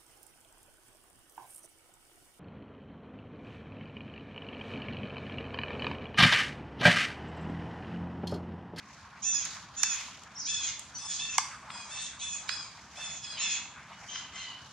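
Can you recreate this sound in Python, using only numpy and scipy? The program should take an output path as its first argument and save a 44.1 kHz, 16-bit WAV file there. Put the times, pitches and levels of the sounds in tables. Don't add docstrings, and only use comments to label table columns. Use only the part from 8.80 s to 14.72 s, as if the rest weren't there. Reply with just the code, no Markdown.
import sys
import numpy as np
from scipy import signal
from scipy.fft import rfft, irfft, next_fast_len
from scipy.io import wavfile
from scipy.ndimage import uniform_filter1d

SR = 44100
rng = np.random.default_rng(int(sys.argv[2]) if len(sys.argv) > 2 else 0)


def dump_mix(stems):
    frames = np.atleast_2d(stems).T
    limited = np.clip(frames, -1, 1)
    pcm = np.round(limited * 32767).astype(np.int16)
    wavfile.write(sys.argv[1], SR, pcm)


N = 261072
TIME = np.arange(N) / SR


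def from_db(db):
    return 10 ** (np.asarray(db) / 20)


def rms_one(x):
    return x / np.sqrt(np.mean(x ** 2) + 1e-20)


def in_time(rows, t=TIME):
    seconds, *columns = np.transpose(rows)
    return [np.interp(t, seconds, column) for column in columns]


def at_hz(points, hz):
    point_hz, *columns = np.transpose(points)
    log_hz = np.log(np.maximum(hz, 1))
    return [np.interp(log_hz, np.log(point_hz), column) for column in columns]


def bump(x, centre, width):
    return np.exp(-((x - centre) / width) ** 2)


def drift(rate, size=N):
    pole = np.exp(-2 * np.pi * rate / SR)
    run_in = SR // 2
    white = rng.standard_normal(size + run_in)
    smooth = signal.lfilter([1], [1, -2 * pole, pole * pole], white)
    return rms_one(smooth[run_in:])


def chance(t, rate):
    return drift(rate, size=SR // 2)[:len(t)]


def panned(x, pan_db):
    return x * from_db(np.array([[.5], [-.5]]) * pan_db)


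# frequency in Hz, likeness (1 the same, 0 unrelated, below 0 opposed).
PORT_LIKENESS = [(200, .995), (700, .96), (1500, .9), (3000, .78), (5000, .4), (7000, -.2), (12000, 0)]


def diffuse_bands(size):
    edges = 27 * 2 ** np.arange(0, 9.6, .5)
    white = rng.standard_normal((2, 2, size))
    for k, (low, high) in enumerate(zip(edges, edges[1:])):
        band_filter = signal.butter(2, [low, high], "band", fs=SR, output="sos")
        mid, side = signal.sosfilt(band_filter, white[k % 2])
        hz = np.sqrt(low * high)
        alike = np.clip(at_hz(PORT_LIKENESS, hz)[0], -1, 1)
        yield hz, np.sqrt(1 + alike) * mid + np.sqrt(1 - alike) * np.array([side, -side])


def airy_noise(spectrum, patchy_db, rate):
    lowest_hz, highest_hz = spectrum[0][0] / 2, spectrum[-1][0] * 2
    noise = 0
    for hz, band in diffuse_bands(N):
        if lowest_hz < hz < highest_hz:
            noise = noise + band * from_db(at_hz(spectrum, hz)[0] + patchy_db * drift(rate))
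    return rms_one(noise)


# frequency in Hz, relative level in dB.
RUMBLE_COLOUR = [(25, -27), (48, -25.5), (72, 5.5), (100, -5.5), (160, 0), (230, -5.5), (330, -15.5),
                 (500, -16.5), (1000, -13), (3000, -83)]


def far_rumble(level_db=-58.5):
    return from_db(level_db) * airy_noise(RUMBLE_COLOUR, patchy_db=2.2, rate=14.8)


# frequency in Hz, relative level in dB.
STEM_COLOUR = [(300, -46), (550, -17), (800, 5), (1050, 5.5), (1450, 4), (2500, -2.5), (4500, -59),
               (8000, -57)]
# frequency in Hz, relative level in dB.
LEAF_COLOUR = [(1500, 3.5), (3000, 4), (5000, 3.5), (6700, 6.5), (8500, -19), (11000, -46), (15000, -44)]
# middle in seconds, half length in seconds, stems in dB before their gain, leaves in dB before crackle.
FOOT_BRUSHES = [(0.087, 0.035, -79, -82), (0.302, 0.27, -61, -59), (0.704, 0.12, -58, -46.5),
                (1.166, 0.12, -59.5, -42), (2.063, 0.89, -59.5, -56), (2.683, 0.062, -57, -71.5),
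                (2.997, 0.29, -51.5, -79), (3.73, 0.094, -53, -55), (3.993, 0.085, -58, -54.5),
                (4.244, 0.088, -51.5, -49), (4.682, 0.15, -52, -61), (4.993, 0.042, -53, -82),
                (5.34, 0.32, -54.5, -85), (5.815, 0.83, -84, -54.5)]
STIR_STEMS_DB, STIR_LEAVES_DB = -59, -78


def undergrowth(stems_gain_db=2, crackle_db=2):
    stems, leaves = from_db(STIR_STEMS_DB), from_db(STIR_LEAVES_DB)
    for middle_s, half_s, stems_db, leaves_db in FOOT_BRUSHES:
        push = bump(TIME, middle_s, half_s)
        stems = np.sqrt(stems ** 2 + push * from_db(stems_db) ** 2)
        leaves = np.sqrt(leaves ** 2 + push * from_db(leaves_db) ** 2)
    swish = airy_noise(STEM_COLOUR, patchy_db=3.2, rate=13)
    crackle = from_db(crackle_db * drift(68)) * airy_noise(LEAF_COLOUR, patchy_db=2.5, rate=3)
    return from_db(stems_gain_db) * stems * swish + leaves * crackle


# middle in seconds, half length in seconds, frequency in Hz, level in dB.
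DISTANT_NOTE = (.12, .2, 1070, -61)


def far_note():
    middle_s, half_s, hz, level_db = DISTANT_NOTE
    waver = drift(22) + 1j * drift(19)
    tone = np.real(waver * np.exp(2j * np.pi * hz * TIME))
    return from_db(level_db) * bump(TIME, middle_s, half_s) * tone


# frequency in Hz, relative gain in dB.
THROAT_COLOUR = [(850, -47), (1750, -10), (2040, 9), (2300, 2.5), (2660, 5), (3050, 2), (3370, 6),
                 (3550, 3.5), (3850, 5.5), (4350, -4.5), (5100, 4.5), (5600, 1.5), (6100, 16.5),
                 (6950, 17.5), (7600, 1), (8500, 1), (9400, -19.5), (10500, -14), (11500, -42),
                 (15000, -68)]


def levelled(gains):
    return gains / np.sqrt(np.sum(gains ** 2, axis=0) / 2)


def harmonic_gains(hz, mouth, bright_db):
    peak_hz, peak_db, notch_hz, notch_db, top_db = mouth
    mouth_db = peak_db * bump(hz, peak_hz, 430) + notch_db * bump(hz, notch_hz, 550)
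    gains = from_db(at_hz(THROAT_COLOUR, hz)[0] + mouth_db)
    above = np.clip((hz - 5400) / 350, 0, 1)
    top = np.interp(hz, [7200, 7550, 8900, 9300], [0, 1, 1, 0])
    lower = gains * (1 - above + top * from_db(top_db))
    upper = gains * (above - top)
    return levelled(lower) + from_db(bright_db) * levelled(upper)


LURCH, LURCH_PER_S = .028, 28
DOUBLING = .6
FLUTTER_DB = 2


def folds(t, pitch, rough, mouth, bright_db, jitter=0.022, jitter_hz=170, waver=0.0029,
          shimmer=0.26, air_db=-5, hiss_db=-22):
    shake = jitter * chance(t, jitter_hz) + LURCH * chance(t, LURCH_PER_S)
    unsteady = rough * shake + waver * chance(t, 72)
    phase = 2 * np.pi * np.cumsum(pitch * (1 + unsteady)) / SR
    hz = np.arange(1, 18)[:, None] * pitch
    gains = harmonic_gains(hz, mouth, bright_db) * (hz < SR / 2)
    air = from_db(air_db) * rough + from_db(hiss_db)
    voice = 0
    for k, gain in enumerate(gains, 1):
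        skirt = air * (chance(t, 450) + 1j * chance(t, 510))
        flutter = from_db(FLUTTER_DB * chance(t, 13.6))
        carrier = np.exp(1j * (k * phase + rng.uniform(0, 2 * np.pi)))
        voice = voice + gain * flutter * np.real((1 + skirt) * carrier)
    strength = 1 + rough * (shimmer * chance(t, 240) + DOUBLING * np.cos(phase / 2))
    return voice * strength / np.sqrt(1 + rough ** 2 * (shimmer ** 2 + DOUBLING ** 2 / 2))


SCOOP_S = .024
DROP_POWER = 5


def arch_pitch(t, start, end, scoop, pitch_hz, sag_hz_per_s, drop_hz):
    age = np.maximum(t - start, 0)
    progress = np.minimum(age / (end - start), 1)
    scooped_hz = pitch_hz * (1 - scoop * bump(age, 0, SCOOP_S))
    return scooped_hz - sag_hz_per_s * age - drop_hz * progress ** DROP_POWER


# start, loudest moment, end, attack and final rasp time scale in seconds, level in dB before the
# voice gain, swell and fade in dB per second, shrillness at first and at last in dB before the hold,
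# scoop as a share of the pitch, pitch in Hz before scoop and sag, sag in Hz per second, final drop in Hz,
# roughness from 0 to 1 before the rattle at the ends.
SQUEAL_CALLS = [ (0.416, .5, .625, 0.026, 0.03, -39, 48, 34, 9.5, 10, 0.21, 908, 350.3, 38, 0),
                (0.952, 1.064, 1.165, 0.033, 0.024, -38, 115, 65, 5.5, 2, .14, 903.3, 167.8, 97, 0),
                (1.654, 1.71, 1.9, 0.034, 0.088, -36, 66, 30.5, -0.5, 2, 0.19, 893, 318, 105, 0.07),
                (2.174, 2.32, 2.365, 0.0098, 0.064, -40.5, 38, 31, -8.5, 8.5, 0.078, 891, 261, 35, 0.24),
                (2.374, 2.387, 2.575, 0.022, 0.05, -38, 105, 47, -6, 5, 0.069, 896.7, 100.4, 61, 0.13),
                (2.876, 2.974, 3.09, 0.046, .018, -45.5, 7, 55, -15, 1, 0.17, 853, 220.7, 71, 0.28),
                (3.088, 3.184, 3.28, 0.0069, 0.093, -40.5, 81, 96, -10.5, 2.5, 0.086, 899, 91.4, 39, 0.24),
                (3.388, 3.405, 3.6, 0.011, 0.042, -40.5, 80, 40, 1.5, 3, 0.18, 890, 290, 45, 0.17),
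                (3.67, 3.708, 3.865, 0.035, 0.031, -34.5, 56, 111, -10, -11.5, 0.17, 861, 227.5, 88, 0.05),
                (4.145, 4.26, 4.37, 0.018, 0.0594, -44, 45, 21, -13.5, 8.5, 0.18, 903, 275.6, 24.7, .16),
                (4.401, 4.475, 4.56, 0.039, 0.013, -42, 79, 82, -4, -16, 0.023, 861, 335, 11, 0.28),
                (4.55, 4.632, 4.775, 0.064, 0.032, -35.5, 72, 51, -8, 3.5, .16, 918, 380.3, 115, .42),
                (5.298, 5.346, 5.425, 0.056, 0.028, -42.5, 56, 110, -2.5, -2.5, .02, 1060, 606, 56, 0.58),
                (5.525, 5.617, 5.71, 0.02, 0.014, -45, 42, 61, -3.5, -6, 0.022, 1033, 149.6, 70, 0.37)]
# resonance at first and at last in Hz, its gain in dB, antiresonance in Hz, its gain in dB,
# gain of the shrill top in dB.
SQUEAL_MOUTHS = [(5300, 5150, 8, 4350, -6, -6), (3500, 2600, 6, 4400, -7, -7),
                 (3550, 3400, 3, 2450, -3, -5), (5200, 5000, 5, 2550, -7, 3), (3600, 2500, 7, 4300, -2, -4),
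                 (5000, 4900, 7, 4150, -4, 4), (3650, 3450, 5, 2600, -4, 5), (3700, 2200, 6, 5200, -1, 5),
                 (5100, 4800, 12, 5900, -6, 0), (3600, 3400, 3, 7900, -6, 2), (5150, 4950, 5, 2500, -3, -1),
                 (2650, 2600, 4, 6050, -3, -9), (3150, 3050, 9, 7450, -12, -14),
                 (3150, 2850, 8, 5150, -3, -10)]
SHRILL_HOLD = 0.59
TREMBLE_DB, TREMBLE_PER_S = 2.5, 25
ONSET_SLACK, ONSET_RASP_S, EDGE_ROUGH = 0.59, 0.053, 0.58
RELEASE_S = 0.077


def squeal(row, mouth):
    (start, loudest, end, attack_s, rasp_s, peak_db, swell_db_per_s, fade_db_per_s,
     first_db, last_db, scoop, pitch_hz, sag_hz_per_s, drop_hz, roughness) = row
    first_hz, last_hz, *shape = mouth
    span = (TIME > start) & (TIME < end + RELEASE_S / 2)
    t = TIME[span]
    below_db = np.maximum(swell_db_per_s * (loudest - t), fade_db_per_s * (t - loudest))
    bright_db = np.interp(t, [start, end], [first_db, last_db]) + SHRILL_HOLD * below_db
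    resonance_hz = np.interp(t, [start, end], [first_hz, last_hz])
    pitch = arch_pitch(t, start, end, scoop, pitch_hz, sag_hz_per_s, drop_hz)
    onset_slack = ONSET_SLACK * np.clip(1 - (t - start) / ONSET_RASP_S, 0, 1)
    final_slack = np.clip(1.5 - (end - t) / rasp_s, 0, 1)
    rough = np.clip(roughness + EDGE_ROUGH * np.maximum(onset_slack, final_slack), 0, 1.2)
    attack = np.clip((t - start) / attack_s, 0, 1) ** 1.32
    release = np.clip((t[-1] - t) / RELEASE_S, 0, 1)
    level = attack * release * from_db(peak_db - below_db + TREMBLE_DB * chance(t, TREMBLE_PER_S))
    out = np.zeros(N)
    out[span] = level * folds(t, pitch, rough, (resonance_hz, *shape), bright_db)
    return out


def tear(s, peak_db, hz, width_hz, decay_s, low_cut_hz=790, strength_db=-5):
    t = TIME[:SR // 20]
    small_size = signal.butter(7, low_cut_hz, "high", fs=SR, output="sos")
    pole = np.exp(-np.pi * width_hz / SR)
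    resonance = [1, 0, -1, 1, -2 * pole * np.cos(2 * np.pi * hz / SR), pole * pole]
    fibres = rng.choice([-1, 1], len(t)) * np.exp(-t / decay_s)
    burst = signal.sosfilt(np.vstack([small_size, resonance, resonance]), fibres)
    loudness = np.sqrt(np.sum(burst ** 2) / (decay_s * SR / 2))
    out, at = np.zeros(N), round(s * SR)
    out[at:at + len(t)] = burst * from_db(peak_db + strength_db) / loudness
    return out


# moment in seconds, crack in dB before the tear strength, crack centre in Hz, crack left-right in dB,
# knock in dB before mode levels and tear strength, knock base in Hz, width of each knock resonator in Hz,
# knock left-right in dB.
TWIG_SNAPS = [ (0.652, -23, 6570, -3, -61, 1300, 1000, 0), (0.767, -56, 6000, 16, -34, 1080, 600, -10),
              (1.0323, -11, 6120, -16.5, -14, 1300, 1640, 7), (1.435, -47.5, 6800, 22, -42, 1310, 1410, -7),
              (1.994, -26.5, 7400, -2, -76, 1290, 1005, 11), (2.581, -12, 6630, -14, -8, 1064, 320, 3),
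              (2.902, -51, 4440, -9, -28.5, 1310, 960, 4.5),
              (3.6914, -20.5, 3800, -3, -19.5, 1920, 1250, -13), (5.357, -44, 5000, 6, -29, 1380, 1000, 6)]
# multiple of its knock base, relative level in dB.
WOOD_MODES = [(.8, -5.5), (1.039, -3.5), (1.5, -13), (2.0, -6), (3.0, -11)]
CRACK_WIDTH_HZ, CRACK_S = 2580, 0.0025
KNOCK_LAG_S, KNOCK_S = 0.001, 0.002


def twigs():
    cracks, knocks = 0, 0
    for s, crack_db, crack_hz, crack_pan_db, knock_db, knock_hz, width_hz, knock_pan_db in TWIG_SNAPS:
        crack = tear(s, crack_db, crack_hz, CRACK_WIDTH_HZ, CRACK_S)
        cracks = cracks + panned(crack, crack_pan_db)
        knock = 0
        for multiple, mode_db in WOOD_MODES:
            knock = knock + tear(s + KNOCK_LAG_S, knock_db + mode_db, multiple * knock_hz, width_hz, KNOCK_S)
        knocks = knocks + panned(knock, knock_pan_db)
    return cracks, knocks


# moment in seconds, pitch in Hz before jitter, level in dB before the voice gain, roughness from 0 to 1.
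WHISTLE_PATH = [(1.553, 6050, -49, 0.1), (1.567, 5250, -44, 0), (1.58, 5600, -38, 0.22),
                (1.59, 6100, -46, 0.8), (1.602, 6460, -31, 0.53), (1.617, 5240, -39, 0.49),
                (1.635, 4810, -49, 0.6), (1.652, 5600, -34, 0.7), (1.668, 5660, -31, 0.7)]


def whistle(jitter=0.122, jitter_hz=500):
    pitch, level_db, rough = in_time(WHISTLE_PATH)
    sounding = (TIME > WHISTLE_PATH[0][0]) & (TIME < WHISTLE_PATH[-1][0])
    gate = uniform_filter1d(1.0 * sounding, size=200)
    phase = 2 * np.pi * np.cumsum(pitch * (1 + jitter * rough * drift(jitter_hz))) / SR
    return gate * from_db(level_db) * np.sqrt(2) * np.sin(phase)


# start and end in seconds, level in dB before the voice gain, starting pitch in Hz,
# glide in Hz per second, shrillness in dB, roughness from 0 to 1, mouth resonance in Hz.
VOICE_CATCHES = [(2.142, 2.187, -50, 1490, 700, 13.5, 0.33, 4500),
                 (4.558, 4.598, -35.5, 1542, -1200, -18, 0.85, 3050),
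                 (4.585, 4.634, -38, 1320, 1900, 4, 0.33, 4100),
                 (5.115, 5.155, -53.5, 1418, 800, -9, 0.72, 2950),
                 (5.276, 5.377, -46.5, 1505, 1000, -3, 0.43, 3100),
                 (5.566, 5.618, -48, 1370, 800, -8, 0.57, 4200),
                 (5.653, 5.737, -45, 1548, -1500, -21, 0.14, 2950)]
CATCH_MOUTH_DB, CATCH_TOP_DB, CATCH_EDGE_S = 11, -15, 0.017


def catch(row):
    start, end, level_db, pitch_hz, glide_hz_per_s, bright_db, roughness, resonance_hz = row
    span = (TIME > start) & (TIME < end)
    t = TIME[span]
    gate = np.clip(np.minimum(t - start, end - t) / CATCH_EDGE_S, 0, 1)
    mouth = (resonance_hz, CATCH_MOUTH_DB, resonance_hz, 0, CATCH_TOP_DB)
    pitch = pitch_hz + glide_hz_per_s * (t - start)
    out = np.zeros(N)
    out[span] = gate * from_db(level_db) * folds(t, pitch, roughness, mouth, bright_db)
    return out


def infant():
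    squeals = sum(squeal(row, mouth) for row, mouth in zip(SQUEAL_CALLS, SQUEAL_MOUTHS))
    catches = sum(catch(row) for row in VOICE_CATCHES)
    return squeals + catches + whistle()


# frequency in Hz, relative level in dB, time to fall by 60 dB in seconds before the early lift.
TREE_ECHO = [(495, -13, 1.2), (1290, 16, 0.27), (2750, 7.5, 0.64), (3560, 7, 0.69), (4520, 13, 0.5),
             (6290, 6, 0.39), (8500, 2, 0.71), (13200, -11, 0.81)]


def trees(x, build_s=0.0027, early_db=3, early_s=0.17):
    t = TIME[:SR * 3 // 2]
    response = 0
    for hz, band in diffuse_bands(len(t)):
        level_db, t60 = at_hz(TREE_ECHO, hz)
        response = response + band * from_db(level_db - 60 * t / t60)
    early_lift = from_db(early_db * np.exp(-t / early_s))
    response = response * (1 - np.exp(-t / build_s)) * early_lift
    unit_energy = rms_one(response) / np.sqrt(len(t))
    return signal.fftconvolve(x[None], unit_energy, axes=1)[:, :N]


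# frequency in Hz, left lead in radians.
PORT_LEAD = [(2500, 0.011), (5300, .05), (6200, 2), (7000, 1.7), (9000, 2.33)]


def ports(x):
    size = next_fast_len(N + SR // 10)
    lead, = at_hz(PORT_LEAD, np.arange(size // 2 + 1) * SR / size)
    turn = np.exp(np.array([[.5j], [-.5j]]) * lead)
    return irfft(rfft(x, size) * turn, size)[:, :N]


# moment in seconds, left-right balance in dB.
INFANT_BEARING = [(.5, -6.5), (1.1, -3.5), (1.8, .3), (2.3, -.5), (3.0, 0), (3.7, -1), (4.3, -2), (4.7, -1),
                  (5.5, .5)]


def scene(voice_db=-3.0, voice_echo_db=-6, crack_echo_db=-6.5, knock_echo_db=-14, echo_pan_db=-1):
    voice = infant()
    cracks, knocks = twigs()
    placed_voice = from_db(voice_db) * panned(voice, in_time(INFANT_BEARING)[0])
    direct = ports(placed_voice + cracks + knocks)
    snaps_sent = (from_db(crack_echo_db) * cracks + from_db(knock_echo_db) * knocks).mean(axis=0)
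    echo = trees(from_db(voice_echo_db) * voice + snaps_sent)
    return direct + panned(echo, echo_pan_db) + undergrowth() + far_note() + far_rumble()


LOW_CUT_HZ, CUTOFF_HZ = 50, 15700


def record(dry, ceiling=0.77):
    wind_filter = signal.butter(6, LOW_CUT_HZ, "high", fs=SR, output="sos")
    dry = signal.sosfilt(wind_filter, dry)
    rounded = ceiling * np.tanh(dry / ceiling)
    top_cut = signal.ellip(10, .05, 60, CUTOFF_HZ, fs=SR, output="sos")
    return signal.sosfiltfilt(top_cut, rounded)


dry = scene()
out = record(dry)
dump_mix(out)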